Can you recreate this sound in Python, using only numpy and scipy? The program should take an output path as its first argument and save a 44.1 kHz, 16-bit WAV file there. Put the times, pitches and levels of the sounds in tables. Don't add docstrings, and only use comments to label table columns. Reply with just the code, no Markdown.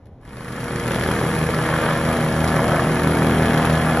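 import sys
import numpy as np
from scipy import signal
from scipy.fft import rfft, irfft
from scipy.io import wavfile

SR = 44100
rng = np.random.default_rng(int(sys.argv[2]) if len(sys.argv) > 2 else 0)


def generate_wav(signal):
    frames = np.transpose(np.atleast_2d(signal))
    scaled = np.clip(frames, -1, 1) * 32767
    pcm = np.round(scaled).astype(np.int16)
    wavfile.write(sys.argv[1], SR, pcm)


N = 176400
T = np.arange(N) / SR

# (f/Hz, level/dB)
GARDEN_SPECTRUM = [(15, -24), (25, -5), (49, -4), (101, -2), (276, -14.5), (555, -19), (648, -23),
                   (797, -21.5), (1200, -33), (12000, -65.5), (15600, -101), (22000, -120)]
# (t/s, level/dB)
AIR_BUMPS = [(.278, -36), (.325, -36.5)]
# (t/s, level/dB)
GARDEN_TICKS = [(.057, -53), (.069, -56)]
# (f/Hz, level/dB)
TICK_SPECTRUM = [(800, -24), (1800, 9.5), (3200, -3), (4500, -2.5), (5600, -4.5), (8000, -11.5),
                 (13000, -9)]

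# (t/s, f/Hz)
ROCKING_RATE = [(0.4, 40.2), (0.59, 40.0), (0.67, 39.6), (1.0, 39.4), (1.2, 39.6), (1.27, 40.1),
                (1.42, 40.0), (1.95, 40.1), (2.08, 39.8), (2.7, 39.4), (2.99, 40.1), (3.19, 40.1),
                (3.3, 39.8), (3.45, 39.7), (4.0, 40.2)]
# (multiple of the firing rate, level/dB)
EXHAUST_TONES = [(1, -69), (2, -40), (3, -39.5), (4, -49.5), (5, -31.5), (6, -31.5), (7, -36.5), (8, -40),
                 (9, -40), (10, -44.5), (11, -47.5), (12, -42.5), (14, -43)]
# (multiple, t/s, half length/s, gain/dB)
EXHAUST_SWELLS = [(6, 0.6, 0.52, -8), (6, 3.2, .8, 2.5), (3, 0.6, .3, -6)]
# (multiple of the rocking rate, level/dB against its fader)
PLATE_TONES = [(1, -29), (2, -2), (3, 0), (4, -1), (5, 1), (6, 2.5), (7, -1.5), (8, -12.5), (9, -2.5),
               (10, -7), (11, -10.5), (12, -9), (13, -14), (14, -9.5), (15, -16), (16, -11.5), (17, -6.5),
               (18, -7), (19, -10), (20, -11), (22, -19)]
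# (t/s, shaft tone/dB, fourfolds/dB, other evens/dB, odds/dB)
HUM_FADERS = [(.6, -40, -35.5, -38, -34.5), (1.02, -33, -31, -36, -36), (1.35, -34, -27, -39, -37.5),
              (1.85, -36, -28, -34, -46), (2.1, -34, -27, -31.5, -36.5), (2.28, -33, -24, -27.5, -37),
              (2.47, -27.5, -24.5, -29, -32.5), (2.7, -33, -25.5, -33.5, -31), (2.95, -33, -25.5, -33, -36),
              (3.12, -27, -25.5, -30.5, -31.5), (3.42, -26, -25.5, -29.5, -29),
              (3.62, -29, -23, -29, -31.5), (3.8, -27, -23.5, -28.5, -39), (4, -27, -23.5, -26.5, -40)]
# (multiple, t/s, half length/s, gain/dB)
PLATE_SWELLS = [(7, 3.15, 0.5, 5), (8, 1.8, 0.26, 7.5), (9, 2.7, 0.58, 5), (3, 1.1, 0.58, 3.5),
                (12, 0.66, 0.44, 10), (12, 1.94, 0.35, 4), (12, 2.46, 0.14, -19), (14, 1.84, 0.24, 12)]

# (t/s, level/dB)
STONE_CRACKS = [(.868, -26), (.882, -27), (.907, -26), (.945, -21), (.972, -33), (1.024, -24), (1.075, -31),
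                (2.477, -22), (3.457, -24), (3.533, -22), (3.577, -21), (3.628, -27), (3.653, -20.5),
                (3.703, -25), (3.729, -22), (3.754, -22)]
# (f/Hz, level/dB)
CRACK_SPECTRUM = [(800, -15), (1800, 5), (3000, 6.5), (4500, 1), (5600, -3), (8000, -5), (13000, -10)]
# (t/s, half length/s, resonance f/Hz, level/dB)
ROUGH_PATCHES = [(1.887, .07, 580, -32.5), (2.12, 0.097, 665, -29), (2.663, .12, 600, -25.5),
                 (2.743, 0.051, 705, -25)]
# (peak t/s, half length/s, level/dB, decay/s)
KNOCK_SPELLS = [(1.011, .18, -32.5, .002), (1.835, .16, -33, .0015), (3.4575, .14, -29, .0008)]
# (f/Hz, level/dB)
KNOCK_SPECTRUM = [(300, -11.5), (900, -3), (1600, 6), (2200, -8.5), (3300, -7.5), (4500, -19), (8000, -40),
                  (13000, -40)]
# (f/Hz, level/dB)
SAND_SPECTRUM = [(500, -4.5), (1800, 9.5), (3200, 0.5), (4200, -1.5), (5600, -2), (6800, -6.5), (8000, 3),
                 (10500, -1.5), (13000, -31)]
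# (f/Hz, width/Hz, level/dB)
STEEL_MODES = [(1708, 14, -37), (2236, 140, -47.5), (3272, 110, -47.5)]
# (t/s, gain/dB)
STEEL_FADER = [(.8, -4.5), (1.7, -2), (2.05, 1.5), (3.0, 0), (4.0, 1.5)]
# (place in the cycle 0-1, thud and ring/dB, clack and crush/dB)
CONTACTS = [(0, 0.5, -5.5), (.07, 1, -7.5), (.15, -3, -4), (.33, -14.5, -3.5), (.52, 2.5, -2.5),
            (.60, -1.5, -2), (.72, -8.5, -4.5)]
# (t/s, thud/dB, ring/dB, clack/dB)
SLAP_FADERS = [(0.76, -32.5, -32.5, -31), (0.94, -29, -27, -27), (1.2, -28, -26, -26.5),
               (1.52, -29.5, -30.5, -30.5), (1.66, -29, -27.5, -26), (1.9, -33, -25, -23.5),
               (2.0, -33, -30, -28), (2.13, -37, -22, -25), (2.33, -34, -30, -30.5),
               (2.45, -37, -24, -27.5), (2.56, -27.5, -26, -27), (2.76, -30.5, -24.5, -25),
               (2.95, -28, -28.5, -28), (3.12, -25.5, -26, -26.5), (3.45, -26, -26.5, -26.5),
               (3.6, -28, -27, -23.5), (3.72, -32, -26, -26), (4.0, -30, -24, -26.5)]
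# (f/Hz, level/dB)
THUD_SPECTRUM = [(25, -46), (60, -18), (110, -6.5), (170, 0.5), (300, -3), (430, 0), (560, -14.5),
                 (900, -35)]
# (f/Hz, level/dB)
RING_SPECTRUM = [(300, -27), (450, -3.5), (600, 3), (760, -1.5), (900, -10.5), (1300, -32)]
# (f/Hz, level/dB)
CLACK_SPECTRUM = [(500, -15.5), (900, 0), (1300, 4), (1550, -1), (1730, 0), (2050, -5.5), (2700, -9),
                  (3300, -16), (4100, -22), (5500, -31.5), (8000, -31), (13000, -63)]

# (f/Hz, gain/dB)
PORT_EQ = [(20, 0), (7500, -0.5), (9000, -20.5), (10000, 14.5), (10800, 8), (11800, 0), (13000, -16)]
# (f/Hz, phase/rad)
LEFT_LEAD = [(20, 0), (1650, 0), (2100, 0.34), (2650, 2.02), (3200, 0.22), (3900, 0.15), (4800, 3),
             (5500, 6.5), (6100, 7.5), (7500, 8), (9000, 8.5), (10700, 10.5), (11900, 13)]
# (f/Hz, level/dB)
LEFT_TILT = [(20, 0), (420, 0), (690, 2.5), (1130, 0.4), (1840, -2), (3000, 4), (4900, 1.5), (8000, -0.5)]
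# (f/Hz, level/dB)
STEREO_WIDTH = [(20, -43), (120, -58), (280, -34), (600, -34), (1400, -66), (2400, -11), (4000, -7),
                (5000, -8), (6000, -62), (7500, -27), (10500, -11.5), (12000, -28)]

FADE_START_S, FADE_END_S = 0.2, 1
FIRINGS_PER_CYCLE, CYCLE_START_S = .6412, 3.458
IN_STEP_S = 3.07
BUZZ_ORDER, BUZZ_DB_PER_S, BUZZ_ZERO_S = 17, 3.5, 3.64
GARDEN_DB, VALVE_DB, SAND_DB = -43, -39, -36.5
GRIT_DB, GRIT_PER_S = -44.5, 70
THUD_TRIM_DB, RING_TRIM_DB, CLACK_DUCK_DB = -2, -4.5, -2
ECHO_DB, ECHO_T60_S, ECHO_MOD_HZ = -7.5, 0.094, 6
HIGH_CUT_HZ = 13500


def amp(db):
    return 10 ** (np.asarray(db) / 20)


def unit(x):
    return x / np.sqrt(np.mean(x ** 2) + 1e-20)


def curve(rows, column=1):
    rows = np.array(rows)
    return np.interp(T, rows[:, 0], rows[:, column])


def read(points, hz):
    f, value = np.transpose(points)
    return np.interp(np.log(hz + 1), np.log(f + 1), value)


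def colour(x, points, size=4096):
    log_gain = np.log(amp(read(points, abs(np.fft.fftfreq(size, 1 / SR)))))
    taps = np.fft.ifft(np.exp(np.conj(signal.hilbert(log_gain)))).real[:size // 2]
    return signal.oaconvolve(x, taps)[:N]


def drift(rate_hz):
    hz = np.fft.rfftfreq(N, 1 / SR)
    return unit(irfft(rfft(rng.standard_normal(N)) / (1 + (hz / rate_hz) ** 4), N))


def bell(s, half_s):
    return np.exp(-((T - s) / half_s) ** 2)


def swells(rows, k):
    return sum(db * bell(s, half_s) for order, s, half_s, db in rows if order == k)


def since(cycles, s):
    return cycles - np.interp(s, T, cycles)


def strikes(cycles, place, jitter_s, spread_db):
    at = np.flatnonzero(np.diff(np.floor(cycles - place)) > 0)
    late, size = rng.standard_normal((N // 100, 2))[:len(at)].T
    at = np.clip(at + (late * jitter_s * SR).astype(int), 0, N - 1)
    out = np.zeros(N)
    out[at] = amp(spread_db * np.minimum(size, 2))
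    return out


def bursts(clicks, decay_s):
    power = signal.lfilter([1], [1, -np.exp(-2 / (decay_s * SR))], clicks ** 2)
    return np.sqrt(power + 1e-20) * rng.standard_normal(N)


def struck(clicks, decay_s, loose):
    t = T[:SR // 20]
    ring = signal.oaconvolve(clicks, rng.standard_normal(len(t)) * np.exp(-t / decay_s))[:N]
    return np.sqrt(1 - loose) * unit(ring) + np.sqrt(loose) * unit(bursts(clicks, decay_s))


def puffs(rows, spectrum, decay_s):
    envelope = sum(amp(db) * (T >= s) * np.exp(-abs(T - s) / decay_s) for s, db in rows)
    return envelope * unit(colour(rng.standard_normal(N), spectrum))


def ringing(blows, hz, width_hz):
    t = T[:SR // 10]
    mode = np.exp(-np.pi * width_hz * t) * np.sin(2 * np.pi * hz * t)
    return unit(signal.oaconvolve(blows, mode)[:N])


def garden():
    bed = amp(GARDEN_DB) * unit(colour(rng.standard_normal(N), GARDEN_SPECTRUM))
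    bumps = puffs(AIR_BUMPS, GARDEN_SPECTRUM, decay_s=0.037)
    return bed + bumps + puffs(GARDEN_TICKS, TICK_SPECTRUM, decay_s=0.0038)


def reflections(x):
    t = T[:SR // 4]
    lfo_phase = 2 * np.pi * ECHO_MOD_HZ * T
    out = np.zeros(N)
    for send in np.cos(lfo_phase), np.sin(lfo_phase):
        tail = rng.standard_normal(len(t)) * amp(-60 * t / ECHO_T60_S) * (t > .004)
        out += signal.oaconvolve(x * send, tail / np.linalg.norm(tail))[:N]
    return out


def stereo_ports(x):
    size = 2 * N
    hz = np.fft.rfftfreq(size, 1 / SR)
    width = amp(read(STEREO_WIDTH, hz))
    mid, side = rfft(x, size), rfft(reflections(x), size) * width
    pan = np.exp(.5j * read(LEFT_LEAD, hz)) * amp(read(LEFT_TILT, hz) / 2)
    pair = np.array([(mid + side) * pan, (mid - side) / pan])
    return irfft(pair * amp(read(PORT_EQ, hz)) / np.hypot(1, width), size)[:, :N]


def valves(firings):
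    clicks = strikes(firings, place=.14, jitter_s=.0004, spread_db=2)
    return amp(VALVE_DB) * unit(colour(bursts(clicks, decay_s=.004), TICK_SPECTRUM))


def exhaust(firings, start_phases):
    out = np.zeros(N)
    for k, db in EXHAUST_TONES:
        nearest = round(k * FIRINGS_PER_CYCLE)
        phase = 2 * np.pi * (k * firings + start_phases[nearest])
        out += amp(db + swells(EXHAUST_SWELLS, k) + 1.2 * drift(3.9)) * np.sqrt(2) * np.cos(phase)
    return out


def grit():
    snaps = (rng.random(N) < GRIT_PER_S / SR) * amp(4.0 * np.minimum(rng.exponential(1, N), 2))
    crackle = amp(GRIT_DB) * unit(colour(bursts(snaps, decay_s=0.0014), TICK_SPECTRUM))
    return crackle + puffs(STONE_CRACKS, CRACK_SPECTRUM, decay_s=0.0017)


def sand(crush):
    hiss = 0.38 * unit(crush) + rng.standard_normal(N)
    return amp(SAND_DB) * unit(colour(hiss, SAND_SPECTRUM))


def steel(blows):
    modes = sum(amp(db) * ringing(blows, hz, width_hz) for hz, width_hz, db in STEEL_MODES)
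    return amp(curve(STEEL_FADER)) * modes


def grinds(cycles, width_hz=126):
    out = np.zeros(N)
    for s, half_s, hz, db in ROUGH_PATCHES:
        hits = strikes(2 * cycles, place=0, jitter_s=.0005, spread_db=1)
        scrapes = struck(hits, decay_s=0.0032, loose=0.68)
        out += amp(db) * bell(s, half_s) * ringing(ringing(scrapes, hz, width_hz), hz, width_hz)
    return out


def edge_knocks(cycles):
    out = np.zeros(N)
    for s, half_s, db, decay_s in KNOCK_SPELLS:
        hits = strikes(since(cycles, s), place=0, jitter_s=.0001, spread_db=1)
        knocks = struck(hits, decay_s, loose=0.44)
        out += amp(db) * bell(s, half_s) * unit(colour(knocks, KNOCK_SPECTRUM))
    return out


def plate_hum(cycles, start_phases, wander_db=1.43, wander_rad=0.037):
    shaft, fourfold, even, odd = (curve(HUM_FADERS, column) for column in (1, 2, 3, 4))
    out = np.zeros(N)
    for k, db in PLATE_TONES:
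        fader = odd if k % 2 else shaft if k == 2 else even if k % 4 else fourfold
        buzz = (k >= BUZZ_ORDER) * BUZZ_DB_PER_S * (T - BUZZ_ZERO_S)
        phase = 2 * np.pi * (k * cycles + start_phases[k]) + k * wander_rad * drift(4.9)
        level = db + fader + buzz + swells(PLATE_SWELLS, k) + wander_db * drift(6)
        out += amp(level) * np.sqrt(2) * np.cos(phase)
    return out


def plate_slaps(cycles):
    thud, ring, clack, crush = np.zeros((4, N))
    for place, thud_db, clack_db in CONTACTS:
        hits = strikes(cycles + .01 * drift(1.5), place, jitter_s=.0002, spread_db=.7)
        hits *= amp(0.77 * drift(3.5))
        thud += amp(thud_db) * struck(hits, decay_s=0.0046, loose=0.8)
        ring += amp(thud_db) * struck(hits, decay_s=0.0015, loose=0.59)
        clack += amp(clack_db) * struck(hits, decay_s=.0014, loose=.6)
        crush += amp(clack_db) * bursts(hits, decay_s=0.005)
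    duck_db = CLACK_DUCK_DB * sum(bell(s, half_s) for s, half_s, _, _ in KNOCK_SPELLS)
    return (amp(curve(SLAP_FADERS, 1) + THUD_TRIM_DB) * unit(colour(thud, THUD_SPECTRUM))
            + amp(curve(SLAP_FADERS, 2) + RING_TRIM_DB) * unit(colour(ring, RING_SPECTRUM))
            + amp(curve(SLAP_FADERS, 3) + duck_db) * unit(colour(clack, CLACK_SPECTRUM))
            + sand(crush) + steel(crush))


def scene():
    cycles = since(np.cumsum(curve(ROCKING_RATE)) / SR, CYCLE_START_S)
    in_step = since(cycles, IN_STEP_S)
    start_phases = rng.random(len(PLATE_TONES) * 2)
    drone = plate_hum(in_step, start_phases) + exhaust(in_step * FIRINGS_PER_CYCLE, start_phases)
    clatter = plate_slaps(cycles) + edge_knocks(cycles) + grinds(cycles) + grit()
    machine = drone + valves(cycles * FIRINGS_PER_CYCLE) + clatter + amp(ECHO_DB) * reflections(clatter)
    fade = np.clip((T - FADE_START_S) / (FADE_END_S - FADE_START_S), 0, 1)
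    return stereo_ports(fade * machine + (1 - fade) * garden())


def record(dry):
    taps = signal.firwin(511, HIGH_CUT_HZ, window=("kaiser", 9), fs=SR)
    return signal.oaconvolve(dry, taps[None], "same")


dry = scene()
out = record(dry)
generate_wav(out)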